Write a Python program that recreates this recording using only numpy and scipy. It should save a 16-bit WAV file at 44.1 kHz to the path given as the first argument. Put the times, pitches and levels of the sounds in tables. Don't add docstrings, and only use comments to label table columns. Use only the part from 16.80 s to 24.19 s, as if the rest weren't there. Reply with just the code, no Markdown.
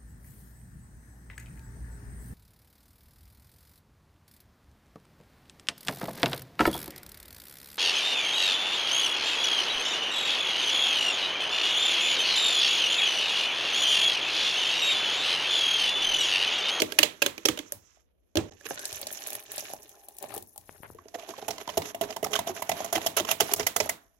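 import sys
import numpy as np
from scipy import signal
from scipy.fft import rfft, irfft
from scipy.io import wavfile
from scipy.ndimage import uniform_filter1d

SR = 44100
rng = np.random.default_rng(int(sys.argv[2]) if len(sys.argv) > 2 else 0)


def waveform_to_disk(signal):
    frames = np.transpose(np.atleast_2d(signal))
    scaled = np.clip(frames, -1, 1) * 32767
    samples = np.round(scaled).astype(np.int16)
    wavfile.write(sys.argv[1], SR, samples)


def volts(x):
    e = np.asarray(x, float) / 20
    return 10 ** e


N = 325899

# pitch in Hz, level in dB, t60 in seconds.
BOWL_LOW = [(97, -16.5, 0.11), (252, -22, 0.1), (326, -3, 0.13), (399, 6, 0.049), (475, 1.5, 0.067),
            (620, 2.5, 0.079), (680, -8.5, 0.031), (820, -13.5, 0.051)]
BOWL_MID = [(115, -13, 0.24), (310, -22.5, 0.65), (424, 4.5, 0.044), (618, 2, 0.059), (680, -0.5, 0.055),
            (782, 2.5, 0.04), (1013, -5, 0.039)]
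BOWL_FULL = [(100.3, -32, 0.11), (169, -17.5, 0.091), (331, 2, 0.1), (427, 11.5, 0.11), (481, 3.5, 0.13),
             (656.6, 11.5, 0.081), (680, 12.5, 0.088), (770, 4, 0.085), (982, 1, 0.064)]
SHOTS_S = (1.7, 4.138)
# time in seconds, left minus right port in dB.
POUR_PAN = [(1.8, -6), (2.0, 2.5), (2.2, -1), (2.8, 0.5), (3.5, 5), (4.1, 12)]


def clock():
    return np.arange(N) / SR


def shot_number():
    return np.searchsorted(SHOTS_S, clock())


def add(track, at_s, sound):
    i = max(int(at_s * SR), 0)
    track[..., i:i + sound.shape[-1]] += sound[..., :N - i]


def band(x, lo_hz, hi_hz):
    return signal.sosfilt(signal.butter(3, [lo_hz, hi_hz], "bandpass", fs=SR, output="sos"), x)


def colour(x, points):
    hz, db = np.transpose(points)
    curve_db = np.interp(np.log(np.arange(513) * SR / 1024 + 1), np.log(hz), db)
    cepstrum = irfft(curve_db * np.log(10) / 20)
    cepstrum[1:512] *= 2
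    cepstrum[513:] = 0
    impulse = irfft(np.exp(rfft(cepstrum)))[:512]
    return signal.fftconvolve(x, impulse)[:len(x)]


def fade(t, t60):
    return np.exp(-np.log(1000) * t / t60)


def unit(x):
    return x / np.sqrt(np.mean(x ** 2, axis=-1, keepdims=True))


def ports(pan_db):
    return volts(np.outer([1, -1], pan_db) / 2)


def pour_pan(s):
    return np.interp(s, *np.transpose(POUR_PAN))


def resonate(x, peaks):
    return np.array([volts(db) * signal.lfilter(*signal.iirpeak(hz, hz / width, fs=SR), x)
                     for hz, width, db in peaks])


def ring(modes, luck, pitch_hz, focus_db=24.0):
    detune, scatter_db, lag_s, left_db, late_s = 0.031, 3, 0.00016, -3, 0.0033
    hz, db, t60 = np.transpose(modes)[:, :, None]
    k, t = len(modes), np.arange(3400) / SR
    nearest = np.argmin(np.abs(np.log(hz / pitch_hz)))
    hz = hz * (1 + detune * luck[:k, None])
    hz[nearest] = pitch_hz
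    db = db + scatter_db * luck[k:2 * k, None] - focus_db * np.abs(np.log2(hz / pitch_hz))
    tilt_db = 4.5 * luck[2 * k:3 * k, None]
    swell = fade(t, t60) * np.minimum(t / late_s * (hz / 400) ** 2, 1)
    left = volts(db + left_db + tilt_db) * swell * np.sin(2 * np.pi * hz * (t - lag_s))
    right = volts(db - tilt_db) * swell * np.sin(2 * np.pi * hz * t)
    return np.array([left.sum(0), right.sum(0)])


def strokes(table, modes, rattle_ms, tick_t60, late_db, thump_db, sheen_rel_db, pan_db,
            focus_db=22, rise_ms=0.27, count=7):
    click = 2.59
    wet_hz, wet_octaves, wet_db = 2980, 0.702, 4
    rattle, sheen, thump = np.zeros((3, 2, N))
    t = np.arange(1024) / SR
    for s, peak_db, thump_rel_db, pitch_hz in table:
        luck, land, grain = rng.standard_normal(40), rng.random(count), rng.standard_normal((2, 1024))
        land[0] = 0
        ms = rattle_ms * np.clip((peak_db + 32) / 18, .2, 1) * np.clip(-sheen_rel_db / 13, .2, 1)
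        wires = np.zeros(1024)
        landing = np.clip(land * ms * SR / 1000, 0, 1023).astype(int)
        np.add.at(wires, landing, volts(2.5 * luck[-count:] + late_db * land))
        energy = signal.fftconvolve(fade(t, tick_t60) ** 2, wires ** 2)[:len(t)]
        tick = grain * np.sqrt(np.abs(energy))
        tick *= np.minimum(t * 1000 / rise_ms, 1) ** 2
        tick += click * wires * np.sign(luck[33:35, None])
        own_hz = wet_hz * 2 ** (wet_octaves * np.clip(luck[30:32], -2, 2))
        tick += resonate(tick, [(hz, hz / 8, wet_db) for hz in own_hz]).sum(0)
        tick *= volts(peak_db) * ports(pan_db) / np.abs(tick).max(axis=1, keepdims=True)
        add(rattle, s, tick)
        add(sheen, s, tick * volts(sheen_rel_db))
        weight = uniform_filter1d(wires * fade(t, 0.011), size=36)
        push = signal.fftconvolve(ring(modes, luck, pitch_hz, focus_db), weight[None])
        add(thump, s, push * volts(peak_db + thump_rel_db + thump_db) / np.abs(push).max())
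    return np.array([rattle, sheen, thump])


def beat():
    # time in seconds, rattle peak in dB, thump minus rattle in dB, thump pitch in Hz.
    beat_strikes = [
        (0.187, 0.5, -30.5, 584),
        (0.4198, -3.5, -23.5, 567),
        (0.6533, -3.5, -22.5, 583),
        (0.774, -21, -20, 604),
        (1.5547, -17, -9.5, 560),
    ]
    beat_rebounds = [
        (0.001, -15.5, -16, 400),
        (0.0192, -8.5, -14.5, 456),
        (0.102, -43.5, -18.5, 355),
        (0.1212, -19, -20, 328),
        (0.2302, -4, -21, 600),
        (0.4621, -6, -23.5, 562),
        (0.5792, -27.5, -15, 335),
        (0.686, -5.5, -23.5, 310),
        (0.7894, -20.5, -23, 303),
        (1.5702, -15, -8, 316),
    ]
    # pitch in Hz, width in Hz, level in dB.
    clack_low = [(1640, 78, 2), (2540, 160, -5), (3000, 150, 3), (3330, 110, 0.5), (5180, 100, -3.5),
                 (7100, 700, -13)]
    out = strokes(beat_strikes, BOWL_LOW, rattle_ms=7.6, tick_t60=0.012, late_db=-12.5, thump_db=10.0,
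                  sheen_rel_db=-22.5, pan_db=1.0, focus_db=12.5, rise_ms=1.9)
    out += strokes(beat_rebounds, BOWL_LOW, rattle_ms=4.5, tick_t60=0.016, late_db=-8.5, thump_db=8.5,
                   sheen_rel_db=-23.5, pan_db=-4.0, focus_db=12.0)
    clack = resonate(out[0], clack_low).sum(0)
    out[0] = 0.35 * band(out[0], 1700, 13000) + 0.57 * out[0] + 0.74 * clack
    return out


def stir():
    # time in seconds, rattle peak in dB, thump minus rattle in dB, thump pitch in Hz.
    stir_strikes = [(4.682, -16.5, -6, 686), (4.972, -15.5, -4.5, 660), (5.146, -26.5, -1.5, 680),
                    (5.211, -18.5, -1, 665), (5.3631, -22.5, -7.5, 960), (5.428, -24, 3.5, 644),
                    (5.4415, -18, -16, 740), (5.514, -33, -20, 685), (5.5894, -18, -8, 690),
                    (5.6714, -22.5, -3, 711), (5.8209, -19, -9.5, 680), (5.8925, -13.5, -9, 726),
                    (6.0449, -20, -9, 677), (6.1266, -12.5, -11.5, 680), (6.2624, -11.5, -8, 695),
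                    (6.3675, -9, -16.5, 590), (6.511, -8.5, -18.5, 683), (6.6025, -6.5, -13.5, 652),
                    (6.7192, -23, -7.5, 404), (6.866, -10, -18.5, 643), (6.962, -11, -11.5, 680),
                    (7.092, -13, -13.5, 713)]
    stir_rebounds = [(4.4898, -26, -13, 320), (4.7063, -18, -8, 663), (4.7812, -26, -8.5, 618),
                     (4.8756, -27, -1.5, 984), (4.889, -22.5, -7.5, 605), (5.3038, -20.5, -6, 706),
                     (5.5321, -14, -13, 688), (5.5551, -11.5, -14.5, 642), (5.764, -24.5, -18, 680),
                     (5.9164, -15, -5.5, 700), (6.1538, -11, -8, 693), (6.2154, -22.5, -19, 337),
                     (6.3987, -10.5, -11.5, 615), (6.4487, -22, -14, 442), (6.4887, -19.5, -8.5, 635),
                     (6.7962, -15, -8, 424), (7.0017, -9.5, -6, 613)]
    # pitch in Hz, width in Hz, level in dB.
    clack_full = [(2030, 61, 6), (2950, 140, -8.5), (3250, 450, -2.5), (5470, 500, -2), (6650, 280, 2)]
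    out = strokes(stir_strikes, BOWL_FULL, rattle_ms=9.7, tick_t60=0.024, late_db=-15.0, thump_db=6.0,
                  sheen_rel_db=-14.5, pan_db=-2.5, rise_ms=2.73)
    out += strokes(stir_rebounds, BOWL_FULL, rattle_ms=8.7, tick_t60=0.015, late_db=-3.0, thump_db=2.5,
                   sheen_rel_db=-24.0, pan_db=-1.5)
    out[0] = 0.58 * out[0] + 0.76 * resonate(out[0], clack_full).sum(0)
    return out


def touches():
    # time in seconds, peak in dB.
    light_touches = [(4.185, -49), (4.2827, -35.5), (4.344, -25.5), (4.3869, -36), (4.3944, -30.5),
                     (4.423, -36), (4.4364, -38), (4.538, -37), (4.5795, -31), (4.6157, -33), (4.6465, -37),
                     (4.8988, -22.5), (4.9374, -33), (5.019, -22), (5.218, -37), (5.2365, -25),
                     (5.3254, -30), (5.9678, -30), (6.1774, -24.5), (6.3844, -20), (6.6144, -15.5),
                     (6.6214, -20), (6.6802, -30), (6.7134, -21), (6.8051, -19), (6.8294, -22.5)]
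    table = [(s, db - 3, -12, 680) for s, db in light_touches]
    return strokes(table, BOWL_FULL, rattle_ms=5.4, tick_t60=0.036, late_db=-1, thump_db=1.5,
                   sheen_rel_db=-23.5, pan_db=-1.5, rise_ms=0.55, count=3)


def bumps():
    # time in seconds, rattle peak in dB, thump minus rattle in dB, thump pitch in Hz.
    dull_bumps = [
        (1.1714, -68, 9, 697),
        (1.9076, -29.5, 0.5, 539),
        (2.23, -30.5, -11.5, 568),
        (3.44, -33, 1.5, 680),
        (4.2553, -56, 12, 424),
        (4.6244, -35, -1.5, 427),
        (5.4684, -24.5, -5.5, 690),
        (6.0037, -28.5, 3.5, 723),
        (6.0614, -26, -9, 680),
    ]
    wire_ticks = [
        (0.9219, -24, -12.5, 578),
        (2.9353, -32, 2, 690),
        (3.5641, -32.5, -2.5, 362.3),
        (4.148, -53, 11.5, 359),
        (6.736, -14.5, -16, 665),
        (6.738, -14.5, -18.5, 666),
        (7.0595, -36, 4.5, 668),
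    ]
    out = strokes(dull_bumps, BOWL_MID, rattle_ms=6.9, tick_t60=0.011, late_db=-10.0, thump_db=7.5,
                  sheen_rel_db=-22.0, pan_db=-8.0, count=2)
    out += strokes(wire_ticks, BOWL_MID, rattle_ms=0.92, tick_t60=0.0077, late_db=-5.5, thump_db=6.0,
                   sheen_rel_db=-2.0, pan_db=0.5, count=2)
    return out


def splashes():
    # time in seconds, peak in dB, bowl thump minus snap in dB.
    slaps = [
        (1.844, -37, -27),
        (2.853, -29.5, -27),
        (3.5054, -35, -3),
    ]
    middling = [
        (1.8107, -43, -8),
        (1.8646, -37, -31),
        (1.9931, -22.5, -17.5),
        (2.0541, -15, -28),
        (2.1276, -18, -27.5),
        (2.2693, -17, -17.5),
        (2.4058, -33, -21),
        (2.4505, -37, -12),
        (2.7799, -17, -15.5),
        (2.9008, -31, -4.5),
    ]
    pops = [(2.2143, -16, -22), (2.314, -25, -14), (2.4715, -15, -25), (2.503, -19.5, -25),
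            (2.531, -17, -27), (2.5521, -20, -22), (2.7183, -16.5, -35), (2.825, -34.5, -6),
            (3.093, -29, -31), (3.2852, -27, -15.5), (3.3672, -33, -34), (3.385, -24, -25),
            (3.426, -21, -15), (3.5401, -21, -11), (3.5782, -18.5, -14.5), (3.6248, -27.5, -25),
            (3.7598, -32, -15), (3.7782, -22.5, -18)]
    width, snap_t60, broad_db, thump_db = 1.78, 0.019, -8, 5
    snap, thump = np.zeros((2, 2, N))
    t = np.arange(1024) / SR
    for table, centre_hz in ((slaps, 2140), (middling, 6460), (pops, 12560)):
        for s, peak_db, thump_rel_db in table:
            luck, grain = rng.standard_normal(40), rng.standard_normal((2, 1024)) * fade(t, snap_t60)
            burst = unit(band(grain, centre_hz / width, min(centre_hz * width, .45 * SR)))
            burst = burst + volts(broad_db) * unit(band(grain, 3100, 14300))
            add(snap, s, burst * volts(peak_db) * ports(pour_pan(s)) / np.abs(burst).max())
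            pitch_hz = np.interp(s, [1.9, 3.8], [575, 800])
            push = ring(BOWL_MID, luck, pitch_hz)
            add(thump, s, push * volts(peak_db + thump_rel_db + thump_db) / np.abs(push).max())
    return snap, thump


def plops():
    # time in seconds, peak in dB, pitch in Hz, and for the low ones t60 in seconds.
    low_plops = [(0.019, -23.5, 460, 0.029), (0.192, -24, 311, 0.1), (0.236, -26, 459, 0.11),
                 (0.419, -32, 390, 0.091), (0.651, -26, 528, 0.049), (0.685, -17.5, 310, 0.074),
                 (0.792, -27.5, 300, 0.029), (1.557, -27, 292, 0.076), (1.579, -16, 320.5, 0.093),
                 (1.855, -37, 450, 0.057), (1.907, -29.5, 433, 0.038), (4.347, -34, 487, 0.078),
                 (4.488, -33.5, 367, 0.065), (4.58, -33, 525, 0.031), (4.683, -27.5, 435, 0.11),
                 (4.973, -16.5, 384, 0.035), (5.22, -21, 411, 0.12), (5.431, -28, 460, 0.08),
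                 (5.529, -32, 406, 0.034), (5.695, -25, 369, 0.097), (6.131, -30, 384, 0.09),
                 (6.158, -24.5, 326, 0.13), (6.265, -37.5, 487, 0.059), (6.373, -29, 470, 0.051),
                 (6.406, -21.5, 349, 0.031), (6.612, -15.5, 415, 0.029), (6.8, -42, 406, 0.018),
                 (7.003, -24, 424, 0.095)]
    high_plops = [(1.809, -39.5, 1710), (1.864, -29.5, 1710), (1.907, -26, 1640), (3.759, -41.5, 810),
                  (4.186, -34.5, 1105), (4.488, -35, 867), (4.537, -33, 1050), (4.625, -28.5, 770),
                  (4.685, -24, 860), (4.782, -32, 1020), (4.877, -23.5, 945), (4.892, -27.5, 990),
                  (5.305, -38, 770), (5.366, -22, 930), (5.446, -24, 1250), (5.462, -20.5, 756),
                  (5.532, -23.5, 1130), (5.552, -18.5, 1520), (5.589, -19.5, 940), (5.693, -24, 763),
                  (5.764, -30.5, 1560), (5.821, -22, 985), (5.896, -19, 814), (6.178, -17.5, 750),
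                  (6.374, -28.5, 950), (6.402, -25, 794), (6.486, -24.5, 897), (6.515, -29.5, 770),
                  (6.604, -18.5, 815), (6.692, -28, 820), (6.803, -37, 840), (7.004, -22.5, 926)]
    high_t60, level_db, rise_cycles, left_db, lag_s, rough = 0.017, 2.5, 4.2, -5, 0.000061, .35
    out, t = np.zeros((2, N)), np.arange(2800) / SR
    late = t - np.array([[lag_s], [0]])
    for s, db, hz, t60 in low_plops + [(*row, high_t60) for row in high_plops]:
        swell = fade(t, np.clip(t60, .01, .1)) * np.minimum(t * hz / rise_cycles, 1)
        swell = swell * (1 + rough * unit(uniform_filter1d(rng.standard_normal(len(t)), size=30)))
        gain = volts(db + level_db + np.array([[left_db], [0]]))
        add(out, s, gain * swell / swell.max() * np.sin(2 * np.pi * hz * late))
    return out


def foam_bursts():
    # time in seconds, peak in dB, pitch in Hz, left minus right in dB.
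    lone_bubbles = [(0.9223, -30, 11600, 6), (1.893, -34, 7410, -10), (1.942, -32, 7240, -5),
                    (2.0767, -29, 11200, 7), (2.1466, -33, 3020, 1), (2.191, -31, 10400, 1),
                    (2.228, -29.5, 4260, -11), (2.327, -22, 11400, 3), (2.389, -36, 3990, 5),
                    (2.5985, -33, 11400, 5), (2.6356, -36, 11100, -1), (2.661, -39, 3360, 0),
                    (2.7594, -25, 10700, 3), (2.794, -25, 10900, 1), (3.004, -44, 11000, -5.5),
                    (3.03, -35, 11700, -8.5), (3.244, -41, 11400, 1), (3.4082, -48, 12100, 1),
                    (3.4864, -38, 8650, 9), (3.5464, -27, 12500, 14), (3.6725, -43, 11400, 8),
                    (3.7313, -51, 11500, -1), (6.529, -37, 3080, -7), (6.762, -26, 6390, -3.5)]
    burst_t60, width, level_db = 0.04, 1.3, -0.5
    out, t = np.zeros((2, N)), np.arange(1024) / SR
    for s, db, hz, pan_db in lone_bubbles:
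        grain = rng.standard_normal((2, 1024)) * fade(t, burst_t60)
        snap = band(grain, hz / width, min(hz * width, .45 * SR))
        snap /= np.abs(snap).max(axis=1, keepdims=True)
        add(out, s, snap * volts(db + level_db) * ports(pan_db))
    return out


def jug_knocks():
    # time in seconds, level in dB, contact in ms.
    taps = [
        (3.8933, -26.5, 0.51),
        (4.003, -39.5, 2.8),
        (4.0333, -27, 0.52),
        (4.102, -31.5, 0.96),
    ]
    out = np.zeros((2, N))
    for s, db, ms in taps:
        n = int(ms * SR / 1000)
        push = np.concatenate([np.hanning(n), -0.25 * np.hanning(2 * n)])
        add(out, s, volts(db) * ports(8) * push)
    return out


def jug_rubs():
    # start in seconds, length in seconds, level in dB.
    slides = [
        (3.936, 0.036, -57),
        (4.023, .05, -45.5),
    ]
    out = np.zeros((2, N))
    for s, length, db in slides:
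        n = int(length * SR)
        rustle = unit(band(rng.standard_normal((2, n)) ** 3, 390, 1930))
        add(out, s, volts(db) * ports(6) * np.hanning(n) ** .5 * rustle)
    return out


def scrapes():
    # start in seconds, length in seconds, grit in dB, bowl in dB.
    drags = [(1.572, 0.2, -67.5, -52.5), (1.851, 0.021, -41, -47), (3.404, 0.074, -57, -51),
             (3.479, 0.12, -53, -47.5), (4.34, 0.025, -45, -34), (4.366, 0.093, -75, -46),
             (4.471, 0.056, -49, -43.5), (4.58, 0.023, -56, -41.5), (4.799, 0.028, -44, -35),
             (5.036, 0.087, -42.5, -48), (5.216, 0.046, -42.5, -46), (5.269, 0.083, -48, -41.5),
             (5.501, 0.1, -40.5, -37), (5.664, 0.057, -39.5, -33.5), (5.737, 0.078, -44.5, -43),
             (5.953, 0.094, -41.5, -43), (6.127, 0.063, -36.5, -40), (6.203, 0.09, -42, -46),
             (6.364, 0.038, -29, -28), (6.469, 0.074, -33.5, -39), (6.62, 0.18, -42, -45),
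             (6.739, 0.12, -45, -43), (7.009, 0.076, -43, -58)]
    out = np.zeros((3, 2, N))
    for s, length, grit_db, bowl_db in drags:
        sheen_db = -48.5 + 1.26 * (grit_db + 46)
        pouring = SHOTS_S[0] < s < SHOTS_S[1]
        pan_db = 2.34 * pour_pan(s) if pouring else -3.5
        swell = np.hanning(int(length * SR)) ** 0.45
        add(out, s, volts([grit_db, sheen_db, bowl_db])[:, None, None] * ports(pan_db) * swell)
    return out


def batter_motion():
    # time in seconds, motion in dB below full.
    beaten = [(0, -3), (.4, -9.5), (.86, -10), (1.21, -19.5), (1.3, -49), (1.55, -35), (1.6, -12),
              (1.695, -17)]
    first_gush = [(1.71, -20), (1.84, -9.5), (1.88, -0.5), (2.15, 2.5), (2.25, -2.5), (2.33, 0.5),
                  (2.56, 2.5), (2.66, -10.5)]
    second_gush = [(2.72, 3), (2.94, -1.5), (2.97, -7.5), (3.38, -15.5), (3.62, -10), (3.7, -41),
                   (3.85, -15), (4.135, -20)]
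    stirred = [(4.14, -7.5), (4.33, -6), (4.42, 2.5), (4.95, 3.5), (5.4, -6), (5.9, 5), (6.57, 4),
               (7.12, -4.5), (7.39, -17)]
    return np.interp(clock(), *np.transpose(beaten + first_gush + second_gush + stirred))


def specks(rate, spread_db):
    sizes = (rng.random(N) < rate / SR) * volts(spread_db * np.minimum(rng.exponential(size=N), 3.5))
    return unit(signal.lfilter([1], [1, -np.exp(-1 / (.0012 * SR))], sizes))


def patches(count):
    t, knots = clock(), np.arange(0, N / SR, 0.018)
    luck = rng.standard_normal((count, len(knots)))
    depth_db = np.choose(shot_number(), (3.2, 4, 2.5))
    return np.array([volts(depth_db * np.interp(t, knots, row)) for row in luck])[:, None]


def pour_air(smack):
    # pitch in Hz, width in Hz, level in dB.
    air_rings = [(1800, 190, 2), (2510, 380, -0.47), (2890, 100, -1.7), (4060, 2000, 1.4)]
    rings = resonate(smack, air_rings) * patches(len(air_rings))
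    return unit(0.5 * smack + np.sum(rings, axis=0))


def bubbles(motion, count=300):
    centre_hz, octaves, ring_cycles, glide, level_db = 1150, .8, 22, .15, -1.5
    out, t = np.zeros((2, N)), np.arange(1200) / SR
    for s, size, luck_db, pan_db in zip(rng.random(count) * N / SR, *rng.standard_normal((3, count))):
        cycles = t * np.clip(centre_hz * 2 ** (octaves * size), 180, 5200)
        blip = np.sin(2 * np.pi * cycles * (1 + glide * cycles / ring_cycles / 2))
        blip *= fade(cycles, ring_cycles) * np.minimum(cycles / 1.9, 1)
        gain = volts(level_db + 6.9 * luck_db) * ports(5.2 * pan_db)
        add(out, s, motion[:, int(s * SR), None] * gain * blip)
    return out


def batter():
    # level at full motion in dB, dB per dB of motion, level at rest in dB.
    slosh_law = [(-31, 3.5, -90), (-52.5, 1, -72), (-58, 1.45, -85)]
    smack_law = [(-43, 1.51, -85.5), (-48.5, 1.53, -79.5), (-57.5, 1.75, -94.5)]
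    grit_law = [(-44.5, 1.1, -96.5), (-47, 1.66, -64), (-57, 1.25, -99)]
    fizz_law = [(-44.5, 1.9, -82.5), (-50.5, 3.3, -59.5), (-59.5, 1.24, -82)]
    speckle = (0.22, 0.92, 0.42)
    wetness = (.3, 1.1, 1.1)
    shot, motion_db = shot_number(), batter_motion()
    law_row = np.searchsorted([1.84, SHOTS_S[1]], clock())

    def level(law):
        full_db, slope, rest_db = np.array(law)[law_row].T
        return volts(full_db + slope * motion_db) + volts(rest_db)

    common = specks(60, 2.6)

    def grains(rate, lo_hz, hi_hz):
        envelope = np.choose(shot, speckle) * (specks(rate, 4.3) + .5 * common) + 1
        return unit(band(envelope * rng.standard_normal((2, N)), lo_hz, hi_hz))

    smack, grit, fizz = grains(90, 1000, 4300), grains(120, 5300, 7900), grains(160, 9600, 14000)
    poured = pour_air(smack)
    smack, grit, fizz = np.array([smack, grit, fizz]) * patches(3)
    smack = np.where(shot == 1, poured, smack)
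    drag, drag_sheen, drag_bowl = scrapes()
    treble = (level(smack_law) + drag) * smack
    treble += (0.86 * level(grit_law) + 0.89 * drag) * grit
    treble += (level(fizz_law) + drag_sheen) * fizz
    treble *= ports((shot == 1) * (pour_pan(clock()) + 2.8))

    lumps = (specks(230, 2.1) + .5) * rng.standard_normal(N)
    bowls = [ring(modes, np.zeros(40), modes[4][0], focus_db=-2.0) for modes in (BOWL_LOW, BOWL_MID, BOWL_FULL)]
    slosh = np.choose(shot, [unit(signal.fftconvolve(bowl, lumps[None])[:, :N]) for bowl in bowls])
    push = level(slosh_law) + drag_bowl
    return treble, push * slosh + bubbles(push * np.choose(shot, wetness))


def gurgle():
    # start in seconds, length in seconds, from Hz, to Hz, level in dB.
    pockets = [
        (1.96, .135, 1420, 1780, -43),
        (2.86, .11, 680, 900, -46),
        (2.95, .48, 760, 830, -59),
        (2.15, .16, 570, 590, -48),
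    ]
    out = np.zeros((2, N))
    for s, length, from_hz, to_hz, db in pockets:
        n = int(length * SR)
        rough = unit(uniform_filter1d(rng.standard_normal((2, n)), size=300))
        whistle = np.sin(2 * np.pi * np.cumsum(np.linspace(from_hz, to_hz, n)) / SR)
        add(out, s, volts(db) * np.hanning(n) ** .5 * (0.37 + rough) * whistle)
    return out


def worktop(thump):
    # time in seconds, level in dB.
    thuds = [
        (1.559, -38),
        (3.55, -58),
        (3.78, -59),
        (3.889, -56),
        (4.03, -52),
        (4.1, -57),
        (0.931, -57),
        (2.12, -55),
        (6.76, -45.5),
    ]
    thud_t60, level_db, hold_s = 0.42, -23.5, 0.025

    def noise(own, lo_hz, hi_hz):
        return unit(band(rng.standard_normal(N) + own * rng.standard_normal((2, N)), lo_hz, hi_hz))

    t, keep = np.arange(SR) / SR, np.exp(-1 / (hold_s * SR))
    energy = signal.lfilter([1 - keep], [1, -keep], np.mean(thump ** 2, axis=0))
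    linger = volts(level_db) * np.sqrt(energy)
    level = linger.copy()
    for s, db in thuds:
        add(level, s, volts(db) * fade(t, thud_t60) * np.minimum(t / .012, 1))
    rumble = noise(.4, 78, 112) * ports(2.6) + .7 * noise(.6, 32, 210)
    return level * rumble + 2.24 * linger * noise(0.5, 145, 340)


def kitchen(x):
    # octave from Hz, t60 in seconds.
    tails = [(250, 0.41), (500, 0.3), (1000, 0.39), (1950, 0.26), (3900, 0.21), (9300, 0.2)]
    out, noise = 0, rng.standard_normal((2, N))
    for hz, t60 in tails:
        keep = np.exp(-2 * np.log(1000) / (t60 * SR))
        energy = signal.lfilter([1 - keep], [1, -keep], band(x, hz, 2 * hz) ** 2)
        level = np.sqrt(np.abs(uniform_filter1d(energy, size=301, origin=150)))
        out = out + level * unit(band(noise, hz, 2 * hz))
    return volts(-11.5) * out


def room_hum():
    low = unit(band(rng.standard_normal((2, N)), 35, 75))
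    return volts(-70.5) * (low + 0.48 * unit(band(rng.standard_normal((2, N)), 130, 600)))


def at_ports(x):
    # frequency in Hz, level in dB.
    left_port = [(1000, -7.5), (1800, -0.5), (3000, -8), (4200, -4), (6500, -15), (8000, -12), (9500, -1.5),
                 (11300, -6), (15500, -8)]
    right_port = [(1000, 7), (1800, 1), (3100, 3), (4200, -2.5), (6500, 3.5), (8200, -10), (9500, -14.5),
                  (11400, 5.5), (13000, -8), (15500, -13.5)]
    return np.array([colour(x[0], left_port), colour(x[1], right_port)])


def scene():
    rattle, sheen, thump = beat() + stir() + bumps() + touches()
    ticks = volts(7.0) * band(rattle, 610, 7200) + volts(25) * band(sheen, 6700, 21000)
    snap, nudge = splashes()
    snap = snap + foam_bursts() + jug_knocks() + jug_rubs()
    thump = thump + nudge + plops()
    fizz, slosh = batter()
    struck = at_ports(ticks) + snap + band(thump, 130, 5300)
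    steady = at_ports(fizz) + band(slosh, 130, 4600) + worktop(thump) + gurgle()
    return struck + kitchen(struck) + steady + room_hum()


def band_limit(x):
    return signal.sosfilt(signal.butter(12, 16820, fs=SR, output="sos"), x)


def record(dry):
    cut_s = (1.699, 1.712)
    dropout_s = (6.753, 6.762)
    t = clock()
    gate = np.interp(t, [cut_s[0] - .003, cut_s[0], cut_s[1] - .004, cut_s[1]], [0.99, 0.012, 0.01, 0.85])
    gate *= np.interp(t, [dropout_s[0] - .006, dropout_s[0], dropout_s[1] - .001, dropout_s[1]],
                      [0.93, 0.36, 0.062, 1])
    thin = signal.sosfilt(signal.butter(2, 39.5, "highpass", fs=SR, output="sos"), dry * gate)
    mix = signal.sosfilt(signal.ellip(8, .2, 60, 15900, fs=SR, output="sos"), thin)
    return band_limit(np.clip(mix, -1, 1))


dry = scene()
out = record(dry)
waveform_to_disk(out)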